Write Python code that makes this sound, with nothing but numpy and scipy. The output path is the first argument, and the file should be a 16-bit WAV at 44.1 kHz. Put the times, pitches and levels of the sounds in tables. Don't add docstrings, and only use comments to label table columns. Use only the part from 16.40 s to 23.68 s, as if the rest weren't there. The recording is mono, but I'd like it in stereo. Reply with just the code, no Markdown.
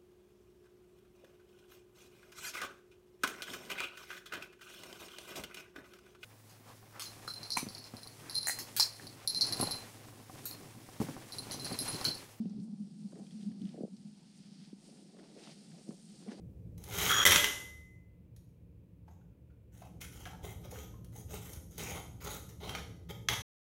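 import sys
import numpy as np
from scipy import signal
from scipy.fft import rfft, irfft, next_fast_len
from scipy.io import wavfile
from scipy.ndimage import uniform_filter1d, map_coordinates

SR = 44100
rng = np.random.default_rng(int(sys.argv[2]) if len(sys.argv) > 2 else 0)


def int16_out(signal):
    q = np.round(np.clip(np.atleast_2d(signal).T, -1, 1) * 32767)
    wavfile.write(sys.argv[1], SR, q.astype(np.int16))


N = 321048

# f/Hz, bandwidth/Hz, level/dB
CONTACT_RESONANCES = [(1330, 400, -6.5), (1610, 220, -3.5), (2093, 220, 2.5), (3170, 250, 4),
                      (3820, 270, -4.5), (5800, 400, -10)]
# f/Hz, relative level/dB
GRIT_SPECTRUM = [(1500, -39), (4000, -16), (6000, -2.5), (7500, -0.5), (10000, -6.5), (12500, -1.5),
                 (16000, -2)]
CLACK_SPECTRUM = [(80, -32), (300, -18.5), (450, -13.5), (800, -18), (1500, -1), (2500, -15), (3800, -11),
                  (7000, -18.5), (16000, -52)]


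def slide():
    reference_db = -34
    force = shove() / amp(reference_db)
    hiss, drone = amp(-1) * force ** 0.89, amp(-8) * force ** 0.57
    gain = amp(reference_db + 1.7 * wobble(70))
    return gain * friction(force, hiss, drone, rate=4000, spread_db=4.5)


def shove():
    grinding = [(.376, -73.5), (.47, -59.5), (.55, -40.5), (.64, -32.5), (.72, -40.5), (.84, -41.5),
                (.87, -30), (.97, -34), (1.005, -53), (1.085, -55.5)]
    times, db = np.transpose(grinding)
    t = clock()
    return (t > times[0]) * (t < times[-1]) * amp(np.interp(t, times, db))


def friction(scrape, hiss, drone, rate, spread_db):
    floor_spectrum = [(60, -36), (150, -10), (300, -8), (430, 0.5), (620, -8.5), (820, -2.5), (1100, -15),
                      (1800, -33.5), (5000, -77.5)]
    grit = grains(rate, spread_db)
    grind = unit(resonated(grit, CONTACT_RESONANCES) + amp(-3.5) * coloured(grit, CLACK_SPECTRUM))
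    bright = coloured(grains(rate, spread_db), GRIT_SPECTRUM)
    muffled = coloured(grains(rate, spread_db), floor_spectrum)
    return scrape * grind + hiss * bright + drone * muffled


def chatter():
    squeal_bands = [(1390, 560, 3.5), (1630, 430, 1), (2298, 630, -12.5), (3284, 150, 5), (5710, 150, -9),
                    (6750, 190, -5.5)]
    start_s, hold_s = .688, .148
    slip_hz = 72 + 260 * np.clip(clock() - start_s, 0, hold_s)
    slip_phase = np.cumsum(slip_hz * np.exp(0.33 * wobble(70))) / SR % 1
    slips = amp(-14 * slip_phase) * grains(9000, spread_db=2.0)
    squeal = np.zeros(N)
    for hz, width, db in squeal_bands:
        band = [(hz, width, 0)]
        squeal += amp(db) * resonated(resonated(slips, band), band)
    return amp(-26) * swell(start_s, hold_s, attack=.013, release=.012) * unit(squeal)


def knocks():
    # t/s, level/dB, contact (0 flat, 1 bare rim)
    impacts = [(.603, -32.5, 0.42), (.699, -23.5, 0.63), (.715, -19, 0.38), (0.8314, -29, 0.79),
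               (.8527, -12.5, 0.86), (.8637, -13, 0.89), (0.8734, -13, 0.62), (.9085, -13, 0.4),
               (.92, -11, 0.59), (.93, -13.5, .1), (.949, -20.5, 0.48), (.959, -6.5, 0.18), (.978, -20, .5),
               (1.043, -14.5, .35), (1.058, -25.5, .4), (3.854, -37, 0), (6.293, -29, 0.098),
               (6.35, -27.5, 0), (6.886, -14.5, 0.11), (6.899, -33, .4), (6.934, -31, .3)]
    plate_modes = [(420.4, -22, 1.1), (591.5, -18.5, 0.43), (1240, -21, .7), (1649, -12, 0.37),
                   (2012, -1, 0.3), (2036, -13, 1.7), (2050, -6.5, .1), (3020, -8.5, 0.23),
                   (3140, -2, 0.13), (3290, -5, 0.079), (3627, -6, 0.073), (5710, -9.5, 0.15),
                   (7500, -5, 0.068), (8190, -10, 0.14), (9710, -15.5, 0.18), (12840, -10, 0.056),
                   (12870, -10, 0.062), (15770, -15.5, .06)]
    settle_s, rattle_db_per_s = 1.052, 51.5
    muzzle_s, muzzle_db_per_s = 1.545, 90
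    out, t = np.zeros(N), clock(2 * SR)
    short = t[:SR // 20]
    modes = np.array([amp(db) * decay(t, t60) * np.sin(2 * np.pi * hz * t) for hz, db, t60 in plate_modes])
    for start, db, rim in impacts:
        body_noise, clack_noise, crack_noise = rng.standard_normal((3, len(short)))
        body = resonated(body_noise, CONTACT_RESONANCES)
        clack = unit(body + amp(-4) * coloured(clack_noise, CLACK_SPECTRUM)) * decay(short, t60=0.021)
        crack = amp(-17 + 13.5 * rim) * coloured(crack_noise, GRIT_SPECTRUM) * decay(short, t60=.04)
        add(out, start, amp(db) * (clack + crack) * onset(short, tau=0.0002))
        ring = amp(-25 + 23 * rim + 2.4 * rng.standard_normal(len(modes))) @ modes
        damped_db = (start < muzzle_s) * muzzle_db_per_s * np.maximum(start + t - muzzle_s, 0)
        drained_db = rattle_db_per_s * np.minimum(t, max(settle_s - start, 0))
        add(out, start, amp(db - drained_db - damped_db) * ring)
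    return out


def licks():
    hiss, scrape = strokes()
    rubbing = amp(2.36 * wobble(80)) * friction(scrape, hiss, drone=scrape, rate=3000, spread_db=1.5)
    hum = resonated(rubbing, [(1250, 2.6, 1.0), (1950, 2.0, -5.0)]) * np.std(rubbing)
    return shifting_colour(rubbing, depth_db=3.5) + amp(-24.0) * hum


def strokes():
    # t/s, rise/s, length/s, hiss level/dB, scrape relative to hiss/dB
    tongue_strokes = [(2.665, .02, .09, -78.5, -6.5), (3.314, 0.052, 0.16, -64.5, -1),
                      (3.602, 0.014, 0.048, -49, -2.5), (3.71, .02, 0.21, -57, -2),
                      (4.019, 0.024, .11, -53, -0.5), (4.215, .03, 0.077, -65, 2.5),
                      (4.297, 0.014, 0.15, -54, -2), (4.717, 0.044, 0.095, -55, -5.5),
                      (4.879, 0.052, .1, -48, 0), (4.983, 0.072, 0.19, -51, -3.5),
                      (5.297, 0.021, 0.073, -58.5, -6), (5.373, 0.018, 0.225, -45, 0),
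                      (5.799, 0.046, 0.17, -43.5, -0.5), (6.081, .01, 0.044, -60, -3.5),
                      (6.2, 0.062, .2, -51, 8), (6.687, 0.013, 0.025, -49.5, 5),
                      (6.887, .01, 0.054, -43.5, 4.5)]
    hiss, scrape = np.zeros((2, N))
    for start, rise, length, db, drag_db in tongue_strokes:
        sag_db = 27.5 * np.clip(clock() - start, 0, 1)
        stroke = amp(db - sag_db) * swell(start, length, rise, release=0.01)
        hiss += stroke
        scrape += amp(drag_db) * stroke
    return hiss, scrape


def smacks():
    lip_pops = [(2.679, -47, 859, 2.5), (2.705, -58, 726, 6), (2.811, -64, 1410, 7), (3.1, -62, 1400, 4.5),
                (3.418, -37.5, 680, -2), (3.46, -52, 805, 4), (3.854, -37.5, 1650, -3),
                (3.862, -38.5, 736, 2), (3.905, -47, 810, -9), (3.931, -43, 847, 4), (4.251, -42, 590, -2),
                (4.315, -46, 755, 5), (4.325, -37.5, 505, -1.5), (4.355, -42, 1496, 3.5),
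                (4.37, -41, 430, -1), (4.537, -52, 1044, -.5)]
    out, t = np.zeros(N), clock(SR // 8)
    for start, db, hz, glide in lip_pops:
        phase = 2 * np.pi * np.cumsum(hz * 2 ** (glide * t)) / SR
        flutter = resonated(rng.standard_normal(len(t)), [(58.3, 150, 0)])
        squelch = resonated(rng.standard_normal(len(t)), [(hz, .1 * hz, 0), (1.8 * hz, .5 * hz, -12)])
        cavity = unit(np.sin(phase + 0.59 * flutter) + amp(-6) * squelch)
        add(out, start, amp(db) * onset(t, tau=.003) * decay(t, t60=0.061) * cavity)
    return out


def ticks():
    touches = [(.379, -49), (.438, -39.5), (1.963, -53), (3.612, -38), (4.217, -61), (4.313, -42),
               (4.645, -50), (5.132, -38.5), (5.38, -33.5), (6.09, -49), (6.7, -58)]
    spectrum = [(300, -20.5), (1500, -3.0), (3500, -2.5), (7000, -2.5), (16000, -2)]  # f/Hz, level/dB
    out, t = np.zeros(N), clock(SR // 12)
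    for start, db in touches:
        tick = coloured(rng.standard_normal(len(t)), spectrum)
        add(out, start, amp(db) * onset(t, tau=0.00071) * decay(t, t60=0.033) * tick)
    return out


def steps():
    footfalls = [(4.035, -33.5, 86.5), (4.159, -36, 77), (4.851, -38.5, 89), (5.171, -33.5, 80),
                 (6.973, -34, 118), (6.988, -35, 86.3)]
    out, t = np.zeros(N), clock(SR // 4)
    for start, db, hz in footfalls:
        add(out, start, amp(db) * onset(t, tau=0.0043) * decay(t, t60=0.12) * np.sin(2 * np.pi * hz * t))
    return out


def room(x, wet_db):
    decay_times = [(100, 1), (500, 0.72), (2000, 0.44), (6000, 0.6), (12000, 0.68), (16000, 0.16)]
    out = np.array([x, x])
    hop, size = SR // 2, SR
    padded = np.pad(x, (hop, 2 * hop))
    window = np.sin(np.pi * np.arange(2 * hop) / (2 * hop))
    for start in range(0, N, hop):
        hz, t, noise = signal.stft(rng.standard_normal((2, size)), SR, nperseg=256)
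        decaying = noise * decay(t, along(decay_times, hz)[:, None])
        tail = signal.istft(decaying, SR, nperseg=256)[1][:, :size]
        tail *= np.clip((clock(size) - .002) / 0.0036, 0, 1)
        piece = padded[start:start + 2 * hop] * window
        echo = signal.fftconvolve(piece[None], tail / np.linalg.norm(tail[0]), axes=1)
        for side in range(2):
            add(out[side], max(start - hop, 0) / SR, amp(wet_db) * echo[side, max(hop - start, 0):])
    return out


def stereo_response(hz):
    ripples = [(4000, -1.5), (4800, -1.5), (6700, 3.5), (7300, -5.5), (7700, -1), (8350, -12), (8800, 5),
               (9400, -5.5), (9900, 9), (10600, -7), (11350, -4.5), (12300, 5.5), (14000, -18), (15400, 0)]
    balance = [(60, -5), (200, 2), (500, 5.5), (1400, 6), (2100, 4), (3300, 9.5), (6500, 10.5), (9500, 6),
               (13000, 10)]
    left_lead = [(500, -0.5), (1000, -0.842), (1500, -1.1), (2100, -0.84), (3300, -0.95), (5500, -0.12),
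                 (16000, -0.47)]
    half = np.array([[.5], [-.5]])
    gain = amp(along(ripples, hz) + half * along(balance, hz))
    return gain * np.exp(1j * half * along(left_lead, hz))


def background():
    bustle = [(-.3, 1.25, -50.5), (3.345, 3.7, -51)]
    rumble_spectrum = [(20, -29.5), (38, -20), (52, -5.5), (75, 1), (95, -5), (115, 3), (140, -10.5),
                       (175, -2.5), (220, -16.5), (310, -16), (400, -23.5), (470, -20), (650, -33),
                       (1100, -58)]
    rumble_width = [(25, -5.5), (60, -13), (125, -18), (250, -12.5), (500, -5)]
    hiss_spectrum = [(530, -37), (900, -5.5), (1280, -14.5), (2090, -15.5), (2360, -10.5), (5680, -33),
                     (13800, -24), (16000, -20)]
    _, scrape = strokes()
    bodies = [amp(db) * swell(start, length, attack=0.2, release=0.2) for start, length, db in bustle]
    house = amp(-56)
    causes = [house, amp(-9.5) * shove(), amp(-3) * scrape, *bodies]
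    mid, side = coloured(rng.standard_normal((2, N)), rumble_spectrum)
    side = filtered(side, lambda hz: amp(along(rumble_width, hz)))
    rumble = np.sqrt(sum(cause ** 2 for cause in causes)) * np.array([mid + side, mid - side])
    return rumble + amp(-80.5) * coloured(rng.standard_normal((2, N)), hiss_spectrum)


def grains(rate, spread_db):
    impulses = (rng.random(N) < rate / SR) * rng.standard_normal(N)
    return unit(impulses * amp(spread_db * np.clip(rng.standard_normal(N), -2, 2)))


def shifting_colour(x, depth_db):
    spectra = signal.stft(x, nperseg=512)[2]
    field = uniform_filter1d(rng.standard_normal(spectra.shape), size=7, axis=0)
    field = uniform_filter1d(field, size=16, axis=1)
    shifted = signal.istft(spectra * amp(depth_db * unit(field)), nperseg=512)[1][:N]
    return unit(shifted) * np.std(x)


def resonated(x, peaks):
    def response(f):
        return sum((-1) ** k * amp(db) * 1j * f * width / (hz * hz - f * f + 1j * f * width)
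                   for k, (hz, width, db) in enumerate(peaks))
    return unit(filtered(x, response))


def coloured(x, spectrum):
    return unit(filtered(x, lambda hz: amp(along(spectrum, hz))))


def filtered(x, response):
    size = x.shape[-1]
    padded = next_fast_len(size + 8192)
    return irfft(rfft(x, padded) * response(np.fft.rfftfreq(padded, 1 / SR)), padded)[..., :size]


def swell(start, hold, attack, release):
    t = clock() - start
    return np.clip(t / attack, 0, 1) * np.clip(1 - (t - hold) / release, 0, 1)


def onset(t, tau):
    return 1 - np.exp(-t / tau)


def decay(t, t60):
    return amp(-60 * t / t60)


def wobble(rate):
    return map_coordinates(rng.standard_normal(4096), [clock() * rate], mode="wrap")


def add(track, start, sound):
    part = track[round(start * SR):][:len(sound)]
    part += sound[:len(part)]


def along(points, hz):
    f, values = np.transpose(points)
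    return np.interp(np.log(hz + 1), np.log(f), values)


def amp(db):
    return 10 ** (np.asarray(db) / 20)


def unit(x):
    return x / np.sqrt(np.mean(x ** 2) + 1e-20)


def clock(size=N):
    return np.arange(size) / SR


def scene():
    sources = slide() + chatter() + licks() + knocks() + smacks() + ticks()
    reverberant = amp(-3.0) * room(sources, wet_db=-1.0)
    return filtered(reverberant, stereo_response) + steps() + background()


def record(dry):
    stop_s, cutoff_hz = 7.021, 15850
    rounded = dry / (1 + np.abs(dry / .8) ** 4) ** (1 / 4)
    dip_db = np.interp(clock(), [.842, .846, .851, .8527], [0, -15, -15, 0])
    gate = np.clip((stop_s - clock()) / .003, 0, 1)
    return filtered(rounded * amp(dip_db) * gate, lambda hz: 1 / (1 + (hz / cutoff_hz) ** 200))


dry = scene()
out = record(dry)
int16_out(out)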